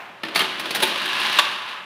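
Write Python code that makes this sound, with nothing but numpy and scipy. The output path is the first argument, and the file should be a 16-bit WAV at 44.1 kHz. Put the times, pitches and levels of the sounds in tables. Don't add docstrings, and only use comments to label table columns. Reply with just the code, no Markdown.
import sys
import numpy as np
from scipy import signal
from scipy.io import wavfile
from scipy.ndimage import uniform_filter1d

SR = 44100
rng = np.random.default_rng(int(sys.argv[2]) if len(sys.argv) > 2 else 0)


def put_to_file(sound):
    columns = np.atleast_2d(sound).T
    safe = np.clip(columns, -1, 1)
    whole_steps = np.round(safe * 32767)
    wavfile.write(sys.argv[1], SR, whole_steps.astype(np.int16))


N = 81585
STOP_S, KNOCK_RISE_S = 1.3848, .003

# (frequency [Hz], relative density [dB])
KNOCK_SPECTRUM = [(30, -42), (80, -35), (170, -9), (500, -8), (900, -3), (1800, 0), (3000, 1), (4300, -3),
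                  (5500, -13), (7800, -21), (9600, -13), (12500, -20)]


def landing():
    # (frequency [Hz], relative density [dB])
    spectrum = [(30, -30), (100, -27), (200, -7), (560, 3), (1200, -5), (1750, 1), (2300, -1), (3750, 4),
                (5000, -11), (7700, -18), (10000, -6), (12500, -16)]
    # (frequency [Hz], level [dB], T60 [s])
    floor_modes = [(370, -22, .12), (520, -23, .09), (885, -20, .1), (3820, -24, .07)]
    return impact(.8195, spectrum, floor_modes, db=-14.5, rise_s=.01, decay_s=.008)


def end_stop():
    # (frequency [Hz], relative density [dB])
    spectrum = [(30, -52), (400, -28), (700, -7), (1050, -1), (1400, -2), (2200, -3), (3600, -1),
                (4600, -11), (7700, -23), (10000, -18), (14000, -28)]
    # (frequency [Hz], level [dB], T60 [s])
    wall_modes = [(900, -19, .04), (1000, -15, .05), (1150, -13, .055), (1615, -19, .05),
                  (2700, -14.5, .055), (3535, -18, .05)]
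    return impact(STOP_S, spectrum, wall_modes, db=-10.2, rise_s=.004, decay_s=.006)


def knocks():
    # (time [s], level [dB], decay [s], bass shelf [dB], treble shelf [dB])
    blows = [(0.233, -20, .005, 8, -10), (0.247, -29, .014, 9, -10), (0.283, -27.5, .007, 4, -11),
             (0.347, -24, .01, 3, 2), (0.356, -12, .012, 1, -1), (0.375, -21, .011, 2, -4),
             (0.39, -17.5, .011, -1, 2), (0.404, -14.5, .006, 4, -7), (0.415, -19.5, .009, 10, -2),
             (0.442, -26, .014, 6, -7), (0.595, -26, .01, 0, 6), (0.654, -25, .014, 4, -6),
             (0.706, -22, .007, 6, 5), (0.747, -20, .008, 1, 7), (0.756, -20.5, .012, 5, 5),
             (0.801, -23, .011, 5, 0), (0.85, -27, .01, 3, 6), (0.87, -26, .018, 2, 3),
             (1.512, -31, .016, -6, -6), (1.685, -33, .012, -6, -8)]
    out = np.zeros(N)
    for s, db, decay_s, bass_db, treble_db in blows:
        add(out, s, colour(chatter(db, KNOCK_RISE_S, decay_s), KNOCK_SPECTRUM, bass_db, treble_db))
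    return out


def rollers():
    # (time [s], rattle level [dB], rumble level [dB], rattle treble gain [dB])
    envelopes = [(0.22, -49, -55, -8), (0.27, -36, -40, -5), (0.34, -37, -42, -6), (0.43, -27.5, -41, -1),
                 (0.56, -32.5, -44, -4), (0.72, -31, -39.5, -2), (0.9, -26, -37.5, 0),
                 (0.97, -28.5, -41, -1), (1.22, -23.7, -42, -1), (1.38, -23.5, -42, 0),
                 (1.48, -28, -47, -2), (1.65, -32.5, -54, -8), (1.72, -31, -55, -7),
                 (1.85, -38.5, -59, -17)]
    # (frequency [Hz], relative density [dB])
    rattle_spectrum = [(100, -50), (400, -20), (720, -9), (1020, 1), (1350, -3), (1680, 0), (2100, -3),
                       (2800, 1.5), (3850, -1.5), (5000, -11), (7600, -25), (10000, -21), (13500, -31)]
    rumble_spectrum = [(25, -46), (70, -38), (110, -15), (200, -3), (350, 0), (460, -4), (650, -1),
                       (1300, -20), (5000, -60)]
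    ticks_per_s, tick_decay_s, treble_hz = 45, .003, 2900
    t = np.arange(N) / SR
    times, *levels = np.transpose(envelopes)
    rattle_gain, rumble_gain, treble_gain = (amp(np.interp(t, times, db)) for db in levels)
    impulses = rng.random(N) * (rng.random(N) < ticks_per_s / SR)
    ticks = signal.lfilter([1], [1, -np.exp(-1 / (tick_decay_s * SR))], impulses)
    clicks = unit(contacts(N) * (1 + amp(-1) * ticks))
    rattle = colour(clicks * rattle_gain, rattle_spectrum)
    low = signal.sosfiltfilt(signal.butter(2, treble_hz, fs=SR, output="sos"), rattle)
    rumble = colour(contacts(N) * rumble_gain, rumble_spectrum)
    return low + (rattle - low) * treble_gain + rumble


def roller_hits():
    tick_levels = [-31, -30, -25, -37, -31, -31, -25.5, -30, -31, -31, -25, -31]
    # (frequency [Hz], level at the starting speed [dB], T60 in common below)
    track_modes = [(1690, -31), (2780, -30), (3870, -34)]
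    t60_s, detune = .12, .03
    first_s, start_per_s, acceleration_per_s2 = .9755, 24, 26
    out = np.zeros(N)
    for k, db in enumerate(tick_levels):
        rate = np.sqrt(start_per_s ** 2 + 2 * acceleration_per_s2 * k)
        s = first_s + 2 * k / (start_per_s + rate)
        tick = colour(chatter(db, KNOCK_RISE_S, decay_s=.005), KNOCK_SPECTRUM, treble_db=3.5)
        modes = [(hz * (1 + detune * rng.uniform(-1, 1)), level, t60_s) for hz, level in track_modes]
        add(out, s, tick + ring(modes) * rate / start_per_s)
    return out


def clinks():
    # (time [s], frequency [Hz], level [dB], T60 [s])
    strikes = [(0.235, 1780, -23, .07), (0.236, 328, -37, .3), (0.358, 4500, -22, .06),
               (0.39, 2850, -18, .08), (0.402, 3160, -15, .065), (0.707, 4430, -26, .04),
               (1.129, 1680, -23, .1), (1.441, 1140, -23, .05)]
    out = np.zeros(N)
    for s, *mode in strikes:
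        add(out, s, ring([mode]))
    return out


def frame(shaking, t60_s=.25):
    # (frequency [Hz], relative gain [dB])
    tube_modes = [(325, 3), (378, 8), (878, 5), (1015, 3), (1131, 4.5), (1610, 3), (2042, -1), (2900, 0),
                  (3333, 2), (3820, 4)]
    t = np.arange(SR // 2) / SR
    fade = np.exp(-np.log(1000) * t / t60_s)
    tones = sum(amp(db) * np.cos(2 * np.pi * hz * t) for hz, db in tube_modes)
    response = 2 * fade / fade.sum() * tones
    return amp(-10) * signal.fftconvolve(shaking, response)[:N]


def whirr(centre_hz=1120, width_hz=150, decay_s=1.1):
    out, t = np.zeros(N), np.arange(N) / SR
    band = signal.lfilter(*signal.iirpeak(centre_hz, centre_hz / width_hz, SR), contacts(N))
    add(out, STOP_S, amp(-40) * unit(band) * np.exp(-t / decay_s))
    return out


def wash(decay_s=.11):
    # (frequency [Hz], relative density [dB])
    spectrum = [(50, -35), (300, -10), (750, 2), (2500, -3), (4000, -19), (8000, -33)]
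    t = np.arange(N) / SR
    return amp(-36.5) * colour(rng.standard_normal(N), spectrum) * np.exp(-t / decay_s)


def hall(x, echo_decay_s=.012, tail_delay_s=.014):
    # (frequency [Hz], T60 [s])
    decay_times = [(100, .7), (500, .8), (2500, .9), (5000, .7), (10000, .4), (16000, .28)]
    t = np.arange(SR) / SR
    hz, times, spectra = signal.stft(rng.standard_normal(SR), SR, nperseg=256)
    fade = np.exp(-np.log(1000) * times / read(decay_times, hz)[:, None])
    tail = signal.istft(spectra * fade, SR)[1][:SR] * (t > tail_delay_s)
    echoes = rng.standard_normal(SR) * np.exp(-t / echo_decay_s) * (t > .004)
    response = amp(-12.5) * unit(tail) + amp(-14) * unit(echoes)
    return signal.fftconvolve(x, response)[:N] / np.sqrt(SR)


def air():
    # (frequency [Hz], relative density [dB])
    spectrum = [(25, -34), (70, -26), (110, 1), (300, -3), (700, 2), (1900, -2), (3200, -17), (7000, -24),
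                (15500, -35)]
    return amp(-50.5) * colour(rng.standard_normal(N), spectrum)


def impact(s, spectrum, modes, db, rise_s, decay_s):
    out = np.zeros(N)
    noise = colour(chatter(db, rise_s, decay_s, hold_s=.006), spectrum)
    add(out, s, noise + ring(modes, rise_s))
    return out


def chatter(db, rise_s, decay_s, hold_s=0):
    t = np.arange(SR // 4) / SR
    clicks = contacts(len(t), spread_db=1.2)
    clicks /= np.sqrt(abs(uniform_filter1d(clicks ** 2, size=80)) + 1e-3)
    envelope = np.minimum(t / rise_s, 1) * np.exp(-np.maximum(t - rise_s - hold_s, 0) / decay_s)
    return amp(db) * clicks * envelope


def ring(modes, rise_s=KNOCK_RISE_S):
    t = np.arange(SR // 4) / SR
    free_s = np.maximum(t - rise_s, 0)
    tones = sum(amp(db - 60 * free_s / t60) * np.sin(2 * np.pi * (hz * t + rng.random()))
                for hz, db, t60 in modes)
    return tones * np.minimum(t / rise_s, 1) ** 2


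def contacts(n, spread_db=2.6, per_s=8000):
    size = amp(spread_db * np.minimum(rng.exponential(1, n), 4))
    return unit(size * rng.choice([-1, 1], n) * (rng.random(n) < per_s / SR))


def colour(x, spectrum, bass_db=0, treble_db=0, bass_hz=450, treble_hz=6000, size=4096):
    hz = abs(np.fft.fftfreq(size, 1 / SR))
    bass = bass_db / (1 + (hz / bass_hz) ** 4)
    treble = treble_db * (1 - 1 / (1 + (hz / treble_hz) ** 4))
    log_gain = np.log(unit(amp(read(spectrum, hz))) * amp(bass + treble))
    taps = np.fft.ifft(np.exp(np.conj(signal.hilbert(log_gain)))).real
    return signal.fftconvolve(x, taps[:size // 2])[:len(x)]


def amp(db):
    return 10 ** (np.asarray(db) / 20)


def unit(x):
    return x / np.sqrt(np.mean(x ** 2) + 1e-20)


def read(points, hz):
    f, value = np.transpose(points)
    return np.interp(np.log(hz + 1), np.log(f), value)


def add(mix, s, sound):
    part = mix[max(round(s * SR), 0):][:len(sound)]
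    part += sound[:len(part)]


def scene():
    shaking = knocks() + rollers() + roller_hits()
    cart = shaking + frame(shaking) + clinks() + whirr() + wash() + landing() + end_stop()
    return (cart + hall(cart) + air())[None]


def record(dry):
    rounded = 1.4 * np.tanh(amp(.7) * dry / 1.4)
    low_pass = signal.firwin(511, cutoff=15600, window=("kaiser", 10), fs=SR)
    return signal.oaconvolve(rounded, low_pass[None], "same")


dry = scene()
out = record(dry)
put_to_file(out)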